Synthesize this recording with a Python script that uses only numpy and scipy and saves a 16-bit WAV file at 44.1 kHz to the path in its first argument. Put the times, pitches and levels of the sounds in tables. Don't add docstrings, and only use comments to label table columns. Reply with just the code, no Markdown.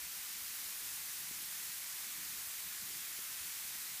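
import sys
import numpy as np
from scipy import signal
from scipy.fft import rfft, irfft
from scipy.io import wavfile
from scipy.ndimage import uniform_filter1d

SR = 44100
rng = np.random.default_rng(int(sys.argv[2]) if len(sys.argv) > 2 else 0)


def unload_wav(signal):
    wavfile.write(
        sys.argv[1],
        SR,
        np.round(np.clip(np.atleast_2d(signal).T, -1, 1) * 32767).astype(np.int16),
    )


N = 176400
BAND_LIMIT_HZ = 15300


def gain_of(db):
    return 10 ** (np.asarray(db) / 20)


def unit_rms(x):
    return x / np.sqrt(np.mean(x ** 2) + 1e-20)


def gain_curve(points):
    return gain_of(np.interp(np.arange(N) / SR, *np.transpose(points)))


def coloured(x, spectrum):
    freq_hz, level_db = np.transpose(spectrum)
    bin_hz = np.fft.rfftfreq(N, 1 / SR)
    response = gain_of(np.interp(np.log(bin_hz + 1), np.log(freq_hz), level_db))
    in_band = bin_hz < BAND_LIMIT_HZ + 200
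    return unit_rms(irfft(rfft(x) * response * in_band, N))


def highpass(x, edge_hz):
    ratio = (np.fft.rfftfreq(N, 1 / SR) / edge_hz) ** 4
    return irfft(rfft(x) * ratio / (1 + ratio), N)


def patchy_noise(patch_s, patch_hz, patch_db, flicker_db, size=256):
    hop = size // 4
    spectra = signal.stft(rng.standard_normal(N), nperseg=size, noverlap=size - hop)[2].T
    frames = max(1, round(patch_s * SR / hop))
    bins = max(1, round(patch_hz * size / SR))
    drift = uniform_filter1d(rng.standard_normal(spectra.shape), frames, axis=0)
    patches = unit_rms(uniform_filter1d(drift, bins, axis=1))
    flicker = unit_rms(uniform_filter1d(rng.standard_normal(len(spectra)), max(1, frames // 2)))
    spectra *= gain_of(patch_db * patches + flicker_db * flicker[:, None])
    return signal.istft(spectra.T, nperseg=size, noverlap=size - hop)[1][:N]


def air_rumble():
    # freq_hz, density_db
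    spectrum = [(15, -38), (30, -14), (45, -5), (58, 0.5), (90, -2), (130, -0.5), (185, 2.5), (245, -4),
                (340, -2.5), (450, -9), (800, -28), (3000, -48)]
    # time_s, level_db
    levels = [(0, -71.5), (.8, -69), (1.3, -69), (1.85, -72), (2.25, -67.5), (2.65, -71.5), (2.87, -65.5),
              (3.07, -70.5), (3.4, -69.5), (4, -70)]
    noise = patchy_noise(patch_s=0.046, patch_hz=300, patch_db=1.8, flicker_db=0.8)
    return gain_curve(levels) * coloured(noise, spectrum)


def hand_bumps():
    # centre_s, envelope_peak_db, pitch_hz, half_width_s
    bumps = [(0.043, -62.5, 60, 0.023), (.425, -63, 85, 0.011), (1.246, -64, 160, .007),
             (1.313, -47, 244, 0.0015), (1.697, -61.5, 190, 0.0068), (2.86, -79, 100, 0.009),
             (3.191, -47, 250, 0.0011), (3.415, -60, 75, .012)]
    out = np.zeros(N)
    for centre_s, peak_db, pitch_hz, half_width_s in bumps:
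        t = np.arange(N) / SR - centre_s
        envelope = gain_of(peak_db) * np.exp(-(t / half_width_s) ** 2)
        out += envelope * np.sin(2 * np.pi * pitch_hz * t)
    return out


def icy_crumbs(rate_per_s=300, spread_db=3, level_db=-64.5, decay_cycles=8, pitches=30):
    t = np.arange(2000) / SR
    out = np.zeros(N)
    for pitch_hz in np.geomspace(1695, 2597, pitches):
        ping = np.sin(2 * np.pi * pitch_hz * t) * np.exp(-t * pitch_hz / decay_cycles)
        hits = rng.random(N) < rate_per_s / pitches / SR
        strengths = gain_of(spread_db * np.minimum(rng.exponential(1, N), 4))
        out += signal.oaconvolve(hits * strengths, ping)[:N]
    return gain_of(level_db) * unit_rms(out)


def sliding_snow(grains_per_s=3500, spread_db=2.5, grains_re_wash_db=-7):
    # freq_hz, density_db
    spectrum = [(150, -26.5), (500, -19), (700, -12.5), (950, -8), (1300, -5), (1800, -2.5), (2350, -1.6),
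                (2750, -3), (4200, -1.5), (7000, 0.05), (8600, -0.3), (12000, 0.26), (15000, 1)]
    # time_s, level_db
    flow = [(0, -44.5), (.3, -44), (.7, -44), (1.5, -44), (2.3, -44), (3.1, -44), (3.6, -43.5), (4, -44)]
    # time_s, boost_db
    treble_shelf = [(0, -0.62), (0.7, 0.33), (2, 0.25), (4, -0.4)]
    noise = patchy_noise(patch_s=0.044, patch_hz=900, patch_db=0.64, flicker_db=0.23)
    wash = coloured(noise, spectrum)
    strengths = gain_of(spread_db * np.minimum(rng.exponential(1, N), 5))
    signs = rng.choice([-1, 1], N)
    hits = rng.random(N) < grains_per_s / SR
    grains = coloured(strengths * signs * hits, spectrum)
    hiss = unit_rms(wash + gain_of(grains_re_wash_db) * grains)
    treble_change = (gain_curve(treble_shelf) - 1) * highpass(hiss, edge_hz=5000)
    return gain_curve(flow) * (hiss + treble_change)


def scene():
    mono = sliding_snow() + icy_crumbs() + air_rumble() + hand_bumps()
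    return np.array([mono, mono])


def record(dry):
    taps = signal.firwin(1023, BAND_LIMIT_HZ, window=("kaiser", 9), fs=SR)
    return signal.oaconvolve(dry, taps[None], "same")


dry = scene()
out = record(dry)
unload_wav(out)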